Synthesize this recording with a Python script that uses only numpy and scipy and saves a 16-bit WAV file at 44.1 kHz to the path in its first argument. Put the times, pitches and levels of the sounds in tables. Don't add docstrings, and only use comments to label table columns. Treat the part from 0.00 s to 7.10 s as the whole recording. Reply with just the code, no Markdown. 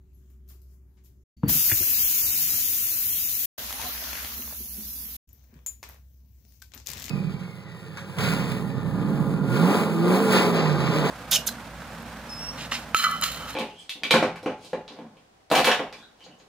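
import sys
import numpy as np
from scipy import signal
from scipy.fft import rfft, irfft, next_fast_len
from scipy.io import wavfile
from scipy.ndimage import uniform_filter1d

SR = 44100
rng = np.random.default_rng(int(sys.argv[2]) if len(sys.argv) > 2 else 0)


def gain_from_db(level_db):
    decades = np.asarray(level_db, float) / 20
    return 10 ** decades


def inscribe(sig):
    pcm = np.round(np.clip(np.atleast_2d(sig).T, -1, 1) * 32767)
    wavfile.write(sys.argv[1], SR, pcm.astype(np.int16))


N = 313110

# (start [s], end [s])
SHOTS = [
    (0, 1.239),
    (1.365, 3.46),
    (3.577, 5.169),
    (5.272, 7.11),
]
COUNTER_SHOT, TAP_SHOT, POUR_SHOT, HAND_SHOT = SHOTS
# (frequency [Hz], left minus right [dB])
HAND_LEAN = [(60, 2.5), (110, 3.6), (200, 1.9), (380, 2.3), (700, 3.5), (1290, 4.9), (2380, 4.2), (4400, 4),
             (8120, 19.6), (15000, 8.5)]
# (time [s], flow level [dB])
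CAN_FLOW = [(3.58, -44.5), (3.75, -46), (3.83, -40.5), (3.92, -45), (4.2, -43.5), (4.3, -47.5), (4.53, -59),
            (4.6, -72)]


def curve(table):
    s, *columns = np.transpose(table)
    start = int(s[0] * SR)
    t = np.arange(start, min(int(s[-1] * SR), N)) / SR
    return start, [np.interp(t, s, c) for c in columns]


def on_log(hz, points):
    point_hz, value = np.transpose(points)
    return np.interp(np.log(hz), np.log(point_hz), value)


def walk(size, rate):
    k = int(SR / rate)
    steps = np.repeat(rng.standard_normal(size // k + 1), k)
    return 1.33 * uniform_filter1d(uniform_filter1d(steps, k), k)[:size]


def add(out, s, sound, pan_db=0.):
    i = int(s * SR)
    sound = np.atleast_2d(sound) * gain_from_db(np.array([[pan_db], [-pan_db]]) / 2)
    out[:, i:i + sound.shape[1]] += sound[:, :N - i]


def ring(hz, t60, glide=0., rise=0.00011):
    t = np.arange(int(min(t60, .6) * SR) + 8) / SR
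    tone = np.sin(2 * np.pi * hz * t * (1 + glide * t / t60))
    return tone * (1 - np.exp(-t / rise)) * 1000 ** (-t / t60)


def whistle(out, table, wobble, rough_db):
    start, (hz, db) = curve(table)
    hz = hz * (1 + wobble * walk(len(hz), 90))
    tone = np.sin(2 * np.pi * np.cumsum(hz) / SR)
    add(out, start / SR, gain_from_db(db + rough_db * walk(len(hz), 60)) * tone, 3.)


def loudness(shot, rest, moves, moves_mix, flow=None, flow_mix=None):
    rise_db, fall_db_s = 21, 201
    t = np.arange(int(shot[0] * SR), min(int(shot[1] * SR), N)) / SR
    power = gain_from_db(np.array(rest)[:, None] + 0 * t) ** 2
    if flow is not None:
        power = power + gain_from_db(np.array(flow_mix)[:, None] + np.interp(t, *np.transpose(flow))) ** 2
    for s, db, rise, hold, tilt in moves:
        swell = -rise_db * np.maximum(s - t, 0) / max(rise, .003)
        shape = swell - fall_db_s * np.maximum(t - s - hold, 0)
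        mix = np.array(moves_mix) + tilt * (np.arange(4) - 1)
        power = power + gain_from_db(db + (mix[:, None] + shape)) ** 2
    return 10 * np.log10(power)


def bed(out, shot, levels, tone, lean, flicker_db, grain_db, direct=0.):
    # (frequency [Hz], correlation [-1 to 1])
    likeness = [(60, 0.92), (130, 0.99), (290, 0.85), (640, 0.33), (1410, -0.5), (3100, -0.19), (6820, 0.1),
                (15000, -0.03)]
    control_hz = (200, 1500, 5700, 12500)
    port_lag_s = .0003
    length = len(levels[0])
    size = next_fast_len(length)
    hz = np.maximum(np.arange(size // 2 + 1) * SR / size, 1.)
    droplet_db = rng.standard_normal((2, size // 64 + 1)).repeat(64, axis=1)[:, :size]
    a, b = rfft(rng.standard_normal((2, size)) * gain_from_db(grain_db * droplet_db))
    alike = np.clip(on_log(hz, likeness), direct, .995)
    mid, side = a * np.sqrt(1 + alike), b * np.sqrt(1 - alike)
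    tilt = gain_from_db(on_log(hz, lean) / 2)
    late = np.exp(-2j * np.pi * hz * port_lag_s * (direct > 0) * np.clip(hz / 1500, 0, 1))
    both = np.array([(mid + side) * tilt, (mid - side) / tilt * late])
    both = both * gain_from_db(on_log(hz, tone)) * (hz < 15650)
    edges = [(90, 450), (700, 3000), (4000, 8000), (10000, 15500)]
    centre_signal = both.mean(0)
    heard = [20 * np.log10(np.std(irfft(centre_signal * (hz > lo) * (hz < hi), size))) for lo, hi in edges]
    sound = 0
    for centre in 25 * 2 ** (np.arange(29) / 3):
        mask = np.clip(1 - abs(3 * np.log2(hz / centre)), 0, 1)
        share = [np.interp(np.log(centre), np.log(control_hz), row) for row in np.eye(4)]
        db = sum(w * (c - h) for w, c, h in zip(share, levels, heard))
        db = db + flicker_db * walk(length, 14.06)
        sound = sound + irfft(both * mask, size)[:, :length] * gain_from_db(db)
    add(out, shot[0], sound)


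def fridge(out):
    # (frequency [Hz], level [dB], second frequency [Hz], second level [dB], null time [s])
    motors = [(65, -48.5, 59.5, -61.5, .24), (67.2, -53.5, 65, -62.5, 2.1), (66.9, -52, 59.3, -49, 3.9),
              (65.7, -53, 59.2, -58, 5.5)]
    # (frequency [Hz], level [dB])
    overtones = [(188.4, -76.5), (285.3, -78.5), (376.8, -75), (570.6, -91)]
    for (a, b), (hz, db, other_hz, other_db, null) in zip(SHOTS, motors):
        t = np.arange(int((b - a) * SR)) / SR + a - null
        first = np.sin(2 * np.pi * hz * t + .5 * walk(len(t), 2.6))
        second = np.sin(2 * np.pi * other_hz * t)
        add(out, a, gain_from_db(db + 2.3 * walk(len(t), 5)) * first, .5)
        add(out, a, -gain_from_db(other_db + 2.9 * walk(len(t), 3.2)) * second, .5)
    t = np.arange(int(COUNTER_SHOT[1] * SR)) / SR
    for hz, db in overtones:
        level = np.sqrt(2) * gain_from_db(db + 0.53 * walk(len(t), 5.8))
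        add(out, 0, level * np.sin(2 * np.pi * hz * t), .5)


def ticks(out, table, crack_s, gain_db, tail_db, t60, note_db=-15.):
    # (frequency [Hz], level per Hz [dB])
    kibble_tone = [(240, -33.5), (400, 0), (570, -5), (1140, 0), (1250, -3.5), (2460, 0.5), (2820, -4),
                   (6890, -4.5), (8670, -9.5), (14600, 9), (15800, -23)]
    # (time [s], left minus right [dB])
    place = [(1., 6), (4., 8), (5.4, 11.5), (5.95, 3.5), (6.45, 16), (6.75, 15.5), (7.05, 10.5)]
    t = np.arange(8192) / SR
    hz = np.maximum(np.arange(4097) * SR / 8192, 1.)
    for s, db, body, edge, *note_hz in table:
        pan = np.interp(s, *np.transpose(place))
        tilt = [(1400, body + 9.9), (4500, 0), (7500, 0.0027), (12000, edge + 3.9)]
        colour = gain_from_db(on_log(hz, kibble_tone) + on_log(hz, tilt))
        noise = irfft(rfft(rng.standard_normal((3, len(t)))) * colour)
        noise /= noise.std()
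        crack = noise[0] * (1 - np.exp(-t / 0.0002)) * np.exp(-t / crack_s)
        tail = noise[1:] * (1 - np.exp(-t / 0.0016)) * 1000 ** (-t / t60)
        add(out, s - .0003, gain_from_db(db + gain_db) * crack / abs(crack).max(), pan)
        add(out, s, gain_from_db(db + tail_db) * tail, 0.48 * pan)
        note = ring(*(note_hz or [1900 * 3.3 ** rng.random()]), 0.009)
        add(out, s, gain_from_db(db + gain_db + note_db - .6 * (edge + 12) * (edge > -12)) * note, pan)


def counter(out):
    # (time [s], peak [dB], body [dB], edge [dB])
    dry_ticks = [(0.1311, -65, -27, -6), (0.302, -59.5, -7, -3), (0.4783, -58, -30, -4),
                 (0.4883, -42.5, -37, -4), (0.618, -54, -54, -6), (0.971, -63, -6, -25),
                 (0.977, -63, -8, -25), (0.982, -66, -6, -25), (1.039, -60, -37, -6),
                 (1.059, -60, -23, -20), (1.047, -53, -37, -6)]
    # (rumble [dB], body [dB], hiss [dB], spray [dB])
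    rest = (-64, -85, -92, -85.5)
    # (time [s], peak [dB], rise [s], hold [s], tilt from range to range [dB]), and their mix [dB]
    cloth = [(.16, -81, .05, 0.18, 1.5), (0.506, -61, .04, .01, -1.5), (0.722, -72, 0.1, .02, -0.5),
             (1.045, -76.5, .015, .02, 5.5)]
    cloth_mix = (-3, -7.5, -8, -1.5)
    # (frequency [Hz], level per Hz [dB])
    tone = [(47, -13), (80, -9), (114, -12), (194, -19), (322, -29.5), (385, -24), (480, -41), (1580, -48),
            (6820, -43.5), (8320, -58), (14500, -55), (15800, -53)]
    ticks(out, dry_ticks, crack_s=0.0026, gain_db=-1.5, tail_db=-10.5, t60=0.3, note_db=-26.)
    levels = loudness(COUNTER_SHOT, rest, cloth, cloth_mix)
    bed(out, COUNTER_SHOT, levels, tone, HAND_LEAN, flicker_db=-2.5, grain_db=1.0)


def chimes(out):
    # (time [s], frequency [Hz], level [dB], ring time [s])
    small_rings = [(.145, 11700, -61, 0.17), (1.06, 11750, -61.5, 0.11), (6.621, 1550, -46, 0.035),
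                   (6.63, 1530, -58, .15), (.508, 1100, -72, .07), (.99, 960, -74, .06),
                   (5.83, 2100, -37.5, 0.032), (5.83, 5000, -37, .02)]
    for s, hz, db, t60 in small_rings:
        note = ring(hz, t60)
        add(out, s, gain_from_db(db + 4.6 * walk(len(note), 150)) * note)


def tap(out):
    # (time [s], frequency [Hz], level [dB])
    valve = [(1.369, 4520, -71), (1.432, 4540, -66.5), (1.5, 4600, -54), (1.551, 4600, -82.5)]
    # (time [s], peak [dB], body [dB], edge [dB])
    spits = [(1.4935, -22, -14, -10), (1.5035, -17, -30, -2), (1.5315, -16, -30, -2)]
    # (rumble [dB], body [dB], hiss [dB], spray [dB])
    rest = (-56.5, -86, -81, -89.5)
    flow_mix = (-28, -20, -10.5, 0.5)
    # (time [s], flow level [dB])
    flow = [(1.43, -84.5), (1.477, -60), (1.481, -33.5), (1.496, -23.5), (1.52, -23), (1.77, -26),
            (2.55, -26.5), (2.7, -28.5), (3.1, -29.5), (3.46, -30)]
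    # (time [s], peak [dB], rise [s], hold [s], tilt from range to range [dB]), and their mix [dB]
    lever = [(1.44, -32, 0.012, 0.059, -1), (1.725, -35.5, 0.033, .005, 9.5), (2.3, -53.5, .2, .25, 3)]
    lever_mix = (0.5, -14.5, -41, -55)
    # (frequency [Hz], left minus right [dB])
    tone = [(15, -62), (25, -55), (37, -32), (49, -16.5), (74, -5), (141, -13.5), (248, -13.5), (527, -27),
            (1040, -25), (2660, -14.5), (3390, -17.5), (6660, -10.5), (8270, -18.5), (14600, -3),
            (15800, -10)]
    lean = [(60, -0.5), (300, 1.5), (700, 0), (1300, 6), (2400, -3.5), (4400, 2.2), (8000, 3), (11000, 1.5),
            (15000, 6)]
    whistle(out, valve, wobble=0.0057, rough_db=-5.0)
    ticks(out, spits, crack_s=0.0009, gain_db=0.0, tail_db=-30., t60=.05)
    levels = loudness(TAP_SHOT, rest, lever, lever_mix, flow, flow_mix)
    bed(out, TAP_SHOT, levels, tone, lean, flicker_db=1.12, grain_db=1.17, direct=.3)


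def splashes(out, table, cycles, gain_db, pan_db, spread, near=0.):
    for s, db, hz in table:
        add(out, s, gain_from_db(db + gain_db) * ring(hz, cycles / hz, glide=0.18), pan_db)
        for lag, up, size in rng.random((7, 3)):
            small = ring(max(800, near * hz) * spread ** up, .004, glide=.25)
            add(out, s + .0015 * lag, gain_from_db(db + gain_db - 3.5 - 6 * size) * small, pan_db)


def tap_sputter(wet):
    # (time [s], peak [dB], pitch [Hz])
    sputter = [(1.433, -23, 914), (1.493, -27.5, 895), (1.692, -27, 2010), (1.699, -23, 1870),
               (1.706, -26, 2280), (1.712, -24, 1500), (1.716, -13.5, 1780), (1.7195, -14.5, 2280),
               (1.723, -18, 2630), (1.73, -25, 2000), (1.83, -30, 1500)]
    splashes(wet, sputter, cycles=28.0, gain_db=-5.0, pan_db=4.5, spread=2.2, near=.75)


def thumps(out):
    # (time [s], peak [dB], pitch [Hz], length [cycles])
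    blows = [(1.4334, -12, 160, 2.4), (1.7196, -23.5, 104.8, 1.6)]
    for s, db, hz, cycles in blows:
        turn = np.arange(int(cycles / hz * SR)) * hz / SR
        add(out, s, -gain_from_db(db) * np.sin(2 * np.pi * turn) * np.sin(np.pi * turn / cycles), 1.5)


def knocks(out):
    # (time [s], peak [dB], pitch [Hz])
    pushes = [(1.434, -24, 290), (1.446, -30.5, 170), (1.464, -22, 113), (1.48, -27.5, 176),
              (1.509, -29.5, 109), (1.554, -28, 154.4), (1.718, -37, 317), (1.734, -33.5, 109),
              (1.806, -39.5, 348), (1.808, -34, 100), (2.54, -40, 111.3), (3.738, -46, 240),
              (3.849, -46, 235), (4.393, -40.5, 226.6), (4.604, -41.5, 229), (4.783, -41.5, 222),
              (5.529, -51, 227.5), (5.559, -46, 152), (6.898, -44, 137), (6.96, -48, 210), (7.0, -46, 150),
              (7.045, -47, 220)]
    for s, db, hz in pushes:
        t60 = np.clip(0.061 + 0.18 * hz / 1000, .02, .3)
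        add(out, s, gain_from_db(db + 4.0) * ring(hz, t60, rise=0.001), 1.5)
        add(out, s, gain_from_db(db - 6.0) * ring(1.6 * hz, 1.2 * t60, rise=0.00075), 1.5)


def pour(out):
    # (time [s], peak [dB], body [dB], edge [dB])
    drops = [(3.727, -20, -18, -18), (3.707, -27, -16, -18), (3.816, -27, -16, -16), (4.04, -28, -20, -14),
             (4.131, -29, -18, -14), (4.422, -33, -20, -14), (4.155, -31, -16, -14), (4.248, -27, -14, -16),
             (4.324, -32, -26, -16)]
    # (rumble [dB], body [dB], hiss [dB], spray [dB])
    rest = (-57.5, -63.5, -51, -40.5)
    flow_mix = (-23, 0, -1, -9)
    # (time [s], peak [dB], rise [s], hold [s], tilt from range to range [dB]), and their mix [dB]
    slosh = [(3.6, -52.5, .02, 0.023, 0), (3.83, -45.5, .06, 0.018, 6.5), (4.45, -54, .1, 0.016, -1),
             (4.8, -54, 0.2, 0.047, 0)]
    slosh_mix = (1.5, -16, -8.5, -20)
    # (frequency [Hz], left minus right [dB])
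    tone = [(47, -27), (80, 4.5), (93, -10), (242, 1), (393, -22.5), (459, -10), (548, -18.5), (1020, -15),
            (1620, -17), (6520, -12), (8140, -21), (12400, -4), (15800, -6.5)]
    lean = [(60, 4), (200, 1.5), (700, 4.5), (1300, 4), (2400, 3.5), (4400, 4), (8000, 6), (11000, -6.5),
            (15000, 0.5)]
    # (time [s], frequency [Hz], level [dB])
    glug = [(3.72, 791, -56), (3.74, 812, -49), (3.785, 850, -48.5), (3.8, 900, -39.5), (3.83, 970, -44),
            (3.866, 1050, -42.5), (3.88, 1080, -53), (3.905, 1173, -45), (3.925, 1200, -58)]
    gulp = [(3.81, 790, -60), (3.835, 744, -44), (3.85, 736, -50), (3.87, 725, -43), (3.9, 720, -58)]
    ticks(out, drops, crack_s=.001, gain_db=0., tail_db=-30., t60=.05)
    levels = loudness(POUR_SHOT, rest, slosh, slosh_mix, CAN_FLOW, flow_mix)
    bed(out, POUR_SHOT, levels, tone, lean, flicker_db=1.65, grain_db=1.34)
    whistle(out, glug, wobble=.018, rough_db=3.5)
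    whistle(out, gulp, wobble=.015, rough_db=3.)


def gurgle(wet):
    s, flow_db = np.transpose(CAN_FLOW)
    for when, up, size, side in rng.random((900, 4)):
        at = POUR_SHOT[0] + when * .98
        hz = 500 * 12 ** up
        level = gain_from_db(np.interp(at, s, flow_db) - 7.0 - 2.5 * np.log(size + 0.03))
        add(wet, at, level * ring(hz, 14 / hz, glide=0.37), 12 * side + .1)


def can_splashes(wet):
    # (time [s], peak [dB], pitch [Hz])
    plunges = [(3.581, -31, 610), (3.643, -35, 1010), (3.707, -25.5, 1130), (3.725, -35, 820),
               (3.797, -29, 899), (3.816, -25.5, 2250), (3.833, -30, 725), (3.852, -32, 1030),
               (3.866, -30.5, 716), (3.906, -30, 1190), (3.95, -29, 1600), (3.977, -25.5, 3050),
               (4.04, -24, 3210), (4.074, -29, 3100), (4.131, -22, 3070), (4.154, -21.5, 2980),
               (4.175, -26.5, 3000), (4.202, -29, 2930), (4.247, -20.5, 3440), (4.323, -35, 1070),
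               (4.422, -29.5, 2500), (4.476, -32, 3500), (4.511, -36.5, 1030), (4.524, -36, 790)]
    splashes(wet, plunges, cycles=12., gain_db=-2.5, pan_db=5.5, spread=8.)


def drips(wet):
    # (time [s], peak [dB], pitch [Hz])
    single_drops = [(3.962, -35, 1600), (4.02, -39, 640), (4.317, -37, 1250), (4.379, -34, 3800),
                    (4.403, -34, 3600), (4.421, -33, 2500), (4.476, -33.5, 950), (4.526, -36.5, 600),
                    (4.548, -42, 1200)]
    for s, db, hz in single_drops:
        add(wet, s, gain_from_db(db) * ring(hz, 11.0 / hz, glide=.2, rise=0.00047), 4.)


def basin(wet):
    t60, level_db = 0.1, -5.5
    t = np.arange(SR // 4) / SR
    tail = rng.standard_normal((2, len(t))) * 1000 ** (-t / t60) * (t > .002)
    tail = tail / np.sqrt(np.sum(tail ** 2, axis=1, keepdims=True))
    return gain_from_db(level_db) * signal.fftconvolve(wet, tail, axes=1)[:, :N]


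def steel(out):
    # (frequency [Hz], level [dB], ring time [s])
    modes = [(6632, -10, .15), (6918, -11, .24), (7111, -2, .16), (7477, -12, .06), (8780, -27, .16),
             (9561, -22, .1), (10000, -18, .04), (10930, -27, .13), (11640, -27, .16)]
    # (time [s], level [dB])
    hits = [(5.663, -25), (5.29, -65)]
    # (from [Hz], to [Hz])
    wash_hz = (7400, 12800)
    wash_db, wash_t60 = -11, .24
    wash_band = signal.butter(2, wash_hz, "band", fs=SR, output="sos")
    t = np.arange(SR // 4) / SR
    for s, db in hits:
        for hz, mode_db, t60 in modes:
            note = ring(hz, t60)
            add(out, s, gain_from_db(db + mode_db + 3.5 * walk(len(note), 160)) * note, 7.)
        wash = signal.sosfilt(wash_band, rng.standard_normal((2, SR // 4)))
        add(out, s, gain_from_db(db + wash_db) * wash * 1000 ** (-t / wash_t60), 5.)


def hand(out):
    # (time [s], peak [dB], body [dB], edge [dB])
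    kibble = [(5.291, -48.5, -11.5, -1), (5.3306, -36.5, -34, 11), (5.44, -52.5, -11, -5),
              (5.5409, -49, -11, -19), (5.5906, -49, 2, -19.5), (5.6627, -25, -7.5, 0),
              (5.6695, -26, -17, -5.5), (5.8296, -24.5, -10.5, -20), (5.8382, -29.5, -9, -18),
              (5.89, -31, -14, -3), (5.8976, -33.5, -1, -11), (5.92, -48, 2, -25), (5.9441, -43, -4, -14),
              (5.9615, -46.5, 0, -25), (6.4506, -55, -23, -23), (6.5224, -48, -28.5, -16),
              (6.6008, -52, -30, -10), (6.6195, -36.5, -37, -19), (6.6238, -35, -17, -12),
              (6.7191, -42.5, -15, -29), (6.7375, -35, -15, -24.5), (6.743, -36, -11, -19),
              (6.7483, -31.5, -13, -2.5), (6.777, -33, -24, -25), (6.8007, -39, -17, -25),
              (6.86, -36.5, -22, -14)]
    # (time [s], peak [dB], body [dB], edge [dB], note [Hz])
    handful = [(6.864, -27, -26, -9.5, 6650), (6.871, -19.5, -37, -15, 6730), (6.886, -25, -22, -15, 5670),
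               (6.89, -23.5, -20, -18.5, 6600), (6.902, -23, -25, -14, 6710), (6.916, -24, -24, -13, 5780),
               (6.934, -24, -22.5, -19, 5460), (6.972, -27.5, -20, -22, 1960), (6.98, -28, -21, -19, 3670),
               (6.991, -28, -20, -11.5, 1630), (6.999, -25, -26, -14, 5600), (7.006, -29, -20, -16, 3390),
               (7.021, -26, -25, -19, 4100), (7.026, -27, -24, -12, 2570), (7.042, -21, -28, -18, 6850),
               (7.056, -25.5, -28, -14, 7040), (7.064, -25.5, -24, -15.5, 6650),
               (7.082, -25.5, -20, -26, 2910), (7.095, -22.5, -35, -23, 2960)]
    # (rumble [dB], body [dB], hiss [dB], spray [dB])
    rest = (-64.5, -82, -83, -75)
    # (time [s], peak [dB], rise [s], hold [s], tilt from range to range [dB]), and their mix [dB]
    grab = [(5.3, -73.5, 0.021, 0.14, 6.5), (5.55, -62.5, 0.12, 0.027, -5.5), (5.85, -59.5, 0.022, 0.09, 1),
            (6.501, -77, .3, 0.067, 15.5), (6.76, -52, 0.038, .01, -3.5), (6.877, -46, .015, 0.04, 4.5),
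            (6.95, -47, 0.058, .2, 1.5)]
    grab_mix = (-6, -0.5, -12, -20.5)
    # (frequency [Hz], level per Hz [dB])
    tone = [(47, -45), (80, -7.5), (130, -14.5), (177, -24), (226, -21), (337, -31.5), (974, -43.5),
            (1300, -47.5), (2880, -36.5), (6100, -25.5), (9290, -44.5), (15800, -21.5)]
    ticks(out, kibble, crack_s=0.0014, gain_db=-3.0, tail_db=-20.5, t60=0.27)
    ticks(out, handful, crack_s=.0012, gain_db=-3.5, tail_db=-22.5, t60=0.22, note_db=-8.)
    levels = loudness(HAND_SHOT, rest, grab, grab_mix)
    bed(out, HAND_SHOT, levels, tone, HAND_LEAN, flicker_db=2.0, grain_db=2.0)


def rattle(out):
    # (from [s], to [s])
    start_s, end_s = (6.865, 7.1)
    for when, up, size, side in rng.random((170, 4)):
        hz = 2000 * 4. ** up
        level = gain_from_db(-45 - 3.8 * np.log(size + .03))
        add(out, start_s + when * (end_s - start_s), level * ring(hz, 7 / hz + .001), 14 * side)


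def scene():
    wet, rest = np.zeros((2, N)), np.zeros((2, N))
    fridge(rest)
    counter(rest)
    chimes(rest)
    tap(rest)
    tap_sputter(wet)
    thumps(rest)
    knocks(rest)
    pour(rest)
    gurgle(wet)
    can_splashes(wet)
    drips(wet)
    steel(rest)
    hand(rest)
    rattle(rest)
    return wet + basin(wet) + rest


def starve(x):
    # (from [Hz], to [Hz], threshold under the top [dB])
    holes = [(3000, 5100, -8), (7800, 9600, -11.5)]
    hz, _, z = signal.stft(x, SR, nperseg=2048)
    power = 10 * np.log10(np.mean(abs(z) ** 2, axis=0) + 1e-16)
    top = uniform_filter1d(power[(hz > 11000) & (hz < 15000)].mean(0), size=9)
    treble = 10 * np.log10(np.sum(abs(z[:, hz > 2500]) ** 2, axis=(0, 1)) + 1e-16)
    calm = (treble - np.roll(treble, 1) < 5) & (treble - np.roll(treble, 2) < 7)
    for lo, hi, under_db in holes:
        level = uniform_filter1d(power[(hz >= lo) & (hz < hi)].mean(0), size=9)
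        depth = top + under_db - level
        chance = np.clip(.2 + .07 * depth, .04, .5) * calm
        for edge in np.arange(lo, hi, 172):
            band = (hz >= edge) & (hz < edge + 172)
            kept = rng.random(len(top) // 2 + 1).repeat(2)[:len(top)] > chance
            z[:, band] *= np.where(kept, 1 / np.sqrt(1 - chance), .02)
    return signal.istft(z, SR, nperseg=2048)[1][:, :N]


def band_limit(x):
    return signal.sosfilt(signal.butter(12, 16830, fs=SR, output="sos"), x)


def record(dry):
    t = np.arange(N) / SR
    margin = 150 / SR
    gate = sum((t >= a + margin * (a > 0)) & (t < b - margin) for a, b in SHOTS)
    fade = uniform_filter1d(uniform_filter1d(1. * gate, size=150), size=150)
    low_cut = signal.butter(2, 38., "high", fs=SR, output="sos")
    mix = signal.sosfilt(low_cut, starve(dry)) * fade
    return band_limit(mix)


dry = scene()
out = record(dry)
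inscribe(out)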